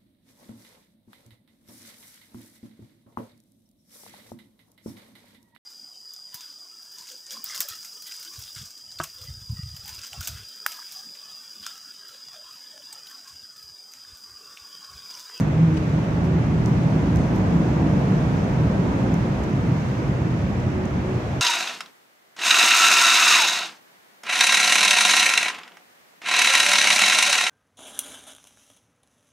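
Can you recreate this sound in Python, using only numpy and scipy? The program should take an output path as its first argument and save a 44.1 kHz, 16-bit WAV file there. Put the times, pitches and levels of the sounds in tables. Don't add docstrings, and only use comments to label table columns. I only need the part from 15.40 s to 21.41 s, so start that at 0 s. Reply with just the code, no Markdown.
import sys
import numpy as np
from scipy import signal
from scipy.fft import rfft, irfft, next_fast_len
from scipy.io import wavfile
from scipy.ndimage import uniform_filter1d, map_coordinates

SR = 44100
rng = np.random.default_rng(int(sys.argv[2]) if len(sys.argv) > 2 else 0)


def invert_db(level):
    return 10 ** (np.asarray(level, dtype=float) / 20)


def wav_out(sig):
    wavfile.write(sys.argv[1], SR, np.round(np.clip(np.atleast_2d(sig).T, -1, 1) * 32767).astype(np.int16))


N = 265032

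# time in seconds, level in dB.
NEARNESS = [(0, -1.5), (.35, -2.5), (.62, -1), (1.17, -2), (1.54, 1), (2.26, 2), (3.58, 1.5), (3.8, 0),
            (4.07, -1), (5.04, -2.5), (5.37, -2.5), (5.71, -1), (6.01, -3)]


def unit(x):
    return x / np.sqrt(np.mean(x ** 2) + 1e-20)


def along(points, hz):
    f, value = np.transpose(points)
    return np.interp(np.log(hz + 1), np.log(f), value)


def curve(rows):
    seconds, value = np.transpose(rows)
    return np.interp(np.arange(N) / SR, seconds, value)


def wobble(rate):
    knots = rng.standard_normal(N // 100)
    return map_coordinates(knots, [np.arange(N) * rate / SR])


def filtered(x, response):
    pad = SR // 4
    m = next_fast_len(N + 2 * pad)
    wide = np.pad(x, ((0, 0), (pad, pad)), "reflect")
    spectrum = rfft(wide, m) * response(np.fft.rfftfreq(m, 1 / SR))
    return irfft(spectrum, m)[:, pad:pad + N]


def diffuse(spectrum, patchy_db):
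    spacing_m, sound_speed, stray = 0.16, 343, 0.012
    z = signal.stft(rng.standard_normal((2, N)), nperseg=512)[2]
    field = uniform_filter1d(rng.standard_normal(z.shape[1:]), size=6, axis=0)
    field = uniform_filter1d(field, size=14, axis=1)
    pair = signal.istft(z * invert_db(patchy_db * unit(field)), nperseg=512)[1][:, :N]

    def share(hz):
        likeness = (1 - stray) * np.sinc(2 * hz * spacing_m / sound_speed)
        turn = np.arccos(likeness) / 2
        return invert_db(along(spectrum, hz)) * np.array([np.cos(turn), np.sin(turn)])

    mid, side = filtered(pair, share)
    return np.array([mid + side, mid - side]) / np.std(mid)


def evened(x):
    even_s, even_share = 0.15, 0.35
    power = np.abs(uniform_filter1d(np.mean(x ** 2, axis=0), round(even_s * SR))) + 1e-3
    y = x / power ** (even_share / 2)
    return y / np.std(y.mean(axis=0))


def swells(rows):
    t = np.arange(N) / SR
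    return np.sqrt(sum(invert_db(2 * db) * np.exp(-((t - s) / length) ** 2) for s, db, length in rows))


def tyres():
    # frequency in Hz, level in dB per Hz.
    near_spectrum = [(180, -57), (330, -6), (420, -1.5), (620, -3.5), (800, -7), (960, -6.5), (1150, -16.5),
                     (1600, -18), (2500, -47), (5000, -90)]
    wash_spectrum = [(600, -54.5), (1100, 2), (1500, -1.5), (2000, -2.5), (2600, -6.5), (3000, -12),
                     (3600, -17.5), (5000, -53), (9000, -88.5)]
    hiss_spectrum = [(1500, -41), (3000, 1), (4000, 0), (5000, -3.5), (6500, -6.5), (7500, -9.5),
                     (9000, -12.5), (10800, -18), (13000, -20), (15700, -21.5), (22000, -23)]
    near_db = curve(NEARNESS)
    near = invert_db(-32.5 + near_db) * diffuse(near_spectrum, patchy_db=0.8)
    wash = invert_db(-42.5 + 0.23 * near_db) * diffuse(wash_spectrum, patchy_db=0.25)
    hiss = invert_db(-54 + 0.34 * near_db + 0.54 * wobble(3.8)) * diffuse(hiss_spectrum, patchy_db=0.5)
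    return near + wash + hiss


def traffic():
    # time in seconds, level in dB.
    engines = [(0, 1.5), (.5, -2), (1.1, 1.5), (1.8, 2), (2.6, 2.5), (3.3, -1), (3.75, 2.5), (3.9, -1),
               (4.3, 0), (4.6, -3.5), (5.2, 0), (5.7, -3), (6.01, -6)]
    # centre in seconds, level in dB, length in seconds.
    heavy_axles = [
        (1.25, -23, 0.093),
        (1.79, -18, 0.036),
        (3.26, -21, 0.048),
        (4.7, -25.5, 0.02),
        (5.76, -29.5, 0.031),
    ]
    # frequency in Hz, level in dB per Hz.
    rumble_spectrum = [(20, -41), (32, -34), (45, -14.5), (65, -6), (100, -4), (128, 0.5), (145, -2),
                       (160, -18.5), (220, -34), (400, -85)]
    drone_spectrum = [(80, -54.5), (140, -23.5), (165, -8.5), (185, 1), (230, -5.5), (300, -7.5),
                      (350, -14), (450, -27.5), (800, -89)]
    effort_db = curve(engines)
    steady = invert_db(-24 + 0.52 * effort_db + 0.32 * wobble(6.5))
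    rumble = np.hypot(steady, swells(heavy_axles))
    drone = invert_db(-25 + 0.81 * effort_db + 0.46 * curve(NEARNESS) + 0.59 * wobble(4.3))
    rumble_noise = evened(diffuse(rumble_spectrum, patchy_db=0.3))
    drone_noise = evened(diffuse(drone_spectrum, patchy_db=-0.56))
    return rumble * rumble_noise + drone * drone_noise


def girder(rows, hz, drift_hz, lag_s, idle_db):
    phase = 2 * np.pi * np.cumsum(hz + drift_hz * wobble(12)) / SR
    port_lag = 2 * np.pi * hz * lag_s * np.array([[0.5], [-0.5]])
    return (swells(rows) + invert_db(idle_db)) * np.sqrt(2) * np.sin(phase - port_lag)


def girders():
    # centre in seconds, hum level in dB, length in seconds.
    low_wheels = [(1.2, -29, 1.5), (.06, -22.5, 0.082), (.23, -11, 0.046), (.34, -20.5, 0.033),
                  (.55, -20, 0.04), (.7, -24.5, 0.025), (.88, -22, 0.051), (.97, -17.5, 0.023),
                  (1.14, -19, 0.026), (1.31, -23, 0.03), (1.46, -16, 0.019), (1.56, -17, 0.023),
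                  (1.78, -24.5, 0.11), (2.17, -17, 0.037), (2.47, -21.5, 0.1), (2.76, -23, 0.096),
                  (2.96, -23.5, 0.056), (3.24, -20.5, 0.048), (3.43, -24.5, 0.037), (3.75, -19.5, 0.035),
                  (3.88, -27, 0.025), (4.1, -29, .03), (4.34, -24, 0.063), (4.67, -26, .03),
                  (4.84, -24.5, 0.025), (4.96, -25, 0.036), (5.29, -38, 0.025)]
    mid_wheels = [
        (.35, -29, 0.064),
        (.58, -31.5, 0.026),
        (1.95, -31, 0.033),
        (2.2, -32, 0.033),
        (2.43, -31, 0.039),
        (4.62, -34, 0.035),
        (4.85, -40, 0.071),
    ]
    high_wheels = [
        (.92, -37.5, 0.082),
        (1.3, -40, 0.095),
        (1.63, -40, 0.12),
        (2.77, -38.5, 0.07),
        (3.43, -34, 0.053),
        (3.76, -39.5, 0.064),
        (4.23, -42.5, 0.18),
        (4.77, -39, 0.087),
        (5.4, -31, 0.071),
        (5.71, -32, 0.06),
    ]
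    low = girder(low_wheels, hz=159.9, drift_hz=4.45, lag_s=0.00003, idle_db=-39)
    mid = girder(mid_wheels, hz=321, drift_hz=5.89, lag_s=0.00018, idle_db=-45)
    high = girder(high_wheels, hz=369.0, drift_hz=4.014, lag_s=0.0003, idle_db=-46.5)
    return invert_db(-2.0) * low + mid + invert_db(-1.0) * high


def squeak():
    # start in seconds, grip in seconds, level in dB.
    slip = (.3665, 0.012, -40)
    # multiple of the slip rate, level in dB.
    partials = [(1, 1), (2, -8), (3, -24)]
    # frequency in Hz, level in dB per Hz.
    sole_spectrum = [(1500, -35), (2600, 5.5), (3500, -3.5), (4600, -4), (5300, -4), (6800, -13),
                     (8600, -11), (10000, -25), (15000, -31)]
    slip_hz, let_go_hz = 2640, 2320
    let_go_db, let_go_s, edge_s = -18, 0.013, 0.0054
    start, grip, top_db = slip
    t = np.arange(N) / SR - start

    def ramp(s):
        return np.clip((t - s) / edge_s, 0, 1)

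    hz = slip_hz + (let_go_hz - slip_hz) * ramp(grip)
    size = ramp(0) * invert_db(top_db + let_go_db * ramp(grip)) * (1 - ramp(grip + let_go_s))
    phase = 2 * np.pi * np.cumsum(hz * (1 + 0.034 * wobble(403))) / SR
    tone = sum(invert_db(level + 3.0 * wobble(400)) * np.sin(k * phase) for k, level in partials)
    scrape = diffuse(sole_spectrum, patchy_db=0)
    return size * (invert_db(-3.0) * tone + invert_db(-3.5) * scrape) * invert_db([[2.5], [-4]])


def studs():
    # start in seconds, low click level in dB,
    # high click level in dB, length in seconds, left-right difference in dB.
    ticks = [(0.006, -53, -58.5, 0.0022, -7), (1.2585, -45, -56.5, .0035, -1.5),
             (1.276, -62, -67.5, 0.0016, 7.5), (1.7585, -50, -54, .003, -8.5),
             (1.769, -52, -74.5, .003, -3), (1.860, -60, -65.5, 0.0036, 1),
             (1.9605, -63, -57.5, 0.0028, -6.5), (1.983, -64, -66, .005, 1.5),
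             (3.044, -63, -72.5, .003, 0.5), (3.7405, -50.5, -58.5, .003, -5), (4.036, -60, -66, .004, -1),
             (5.2, -58, -67, .003, 3.5), (5.454, -55, -64.5, .003, -5)]
    scuffs = [
        (0, -64, -71, 0.04, -8),
        (.33, -67, -75, .05, 0),
        (.832, -67, -68.5, 0.041, 5),
        (1.265, -67, -68.5, .04, 0),
        (1.774, -63, -78, 0.085, -2.5),
        (1.938, -67, -68, .06, -0.5),
        (4.03, -62, -69.5, 0.019, -0.5),
    ]
    # frequency in Hz, level in dB per Hz.
    low_spectrum = [(2500, -31), (4300, -1), (5200, -5), (6200, -0.5), (7500, -5), (10500, -10),
                    (14000, -48)]
    high_spectrum = [(7000, -36.5), (10500, -3), (13000, 2), (15500, -3), (22000, -16.5)]
    low, high, ring = np.zeros((3, 2, N + SR))
    t = np.arange(SR // 4) / SR
    stud_tone = invert_db(-4) * np.sin(2 * np.pi * 5850 * t)
    for k, (s, low_db, high_db, length, pan_db) in enumerate(ticks + scuffs):
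        u = t / length
        shape = (1 - np.exp(-u / 0.16)) * np.exp(-u ** 2) * invert_db(pan_db * np.array([[0.5], [-0.5]]))
        first = round(s * SR)
        here = slice(first, first + len(t))
        low[:, here] += invert_db(low_db + 8.5) * shape
        high[:, here] += invert_db(high_db + 5.0) * shape
        if k < len(ticks):
            ring[:, here] += invert_db(low_db) * shape * stud_tone
    grit = np.sign(rng.standard_normal((2, 2, N)))

    def colour(x, spectrum):
        return filtered(x, lambda hz: unit(invert_db(along(spectrum, hz))))

    low_click = colour(low[:, :N] * grit[0], low_spectrum)
    high_click = colour(high[:, :N] * grit[1], high_spectrum)
    return low_click + high_click + ring[:, :N]


def scene():
    return tyres() + traffic() + girders() + squeak() + studs()


def band_limit(x):
    return signal.sosfilt(signal.butter(12, 15740, fs=SR, output="sos"), x)


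def record(dry):
    # centre in Hz, width in Hz, extra gain as a factor.
    cavity = [(6110, 1960, 1.27), (9600, 5800, -0.46), (12900, 1200, 0.83)]

    def ports(f):
        left = invert_db(-1.0) * np.exp(-2j * np.pi * f * 0.00004)
        rings = sum(g * 1j * f * w / (c * c - f * f + 1j * f * w) for c, w, g in cavity)
        right = invert_db(-0.32) * (1 + rings)
        return (f < 15760) * np.array([left, right])

    return band_limit(filtered(dry, ports))


dry = scene()
out = record(dry)
wav_out(out)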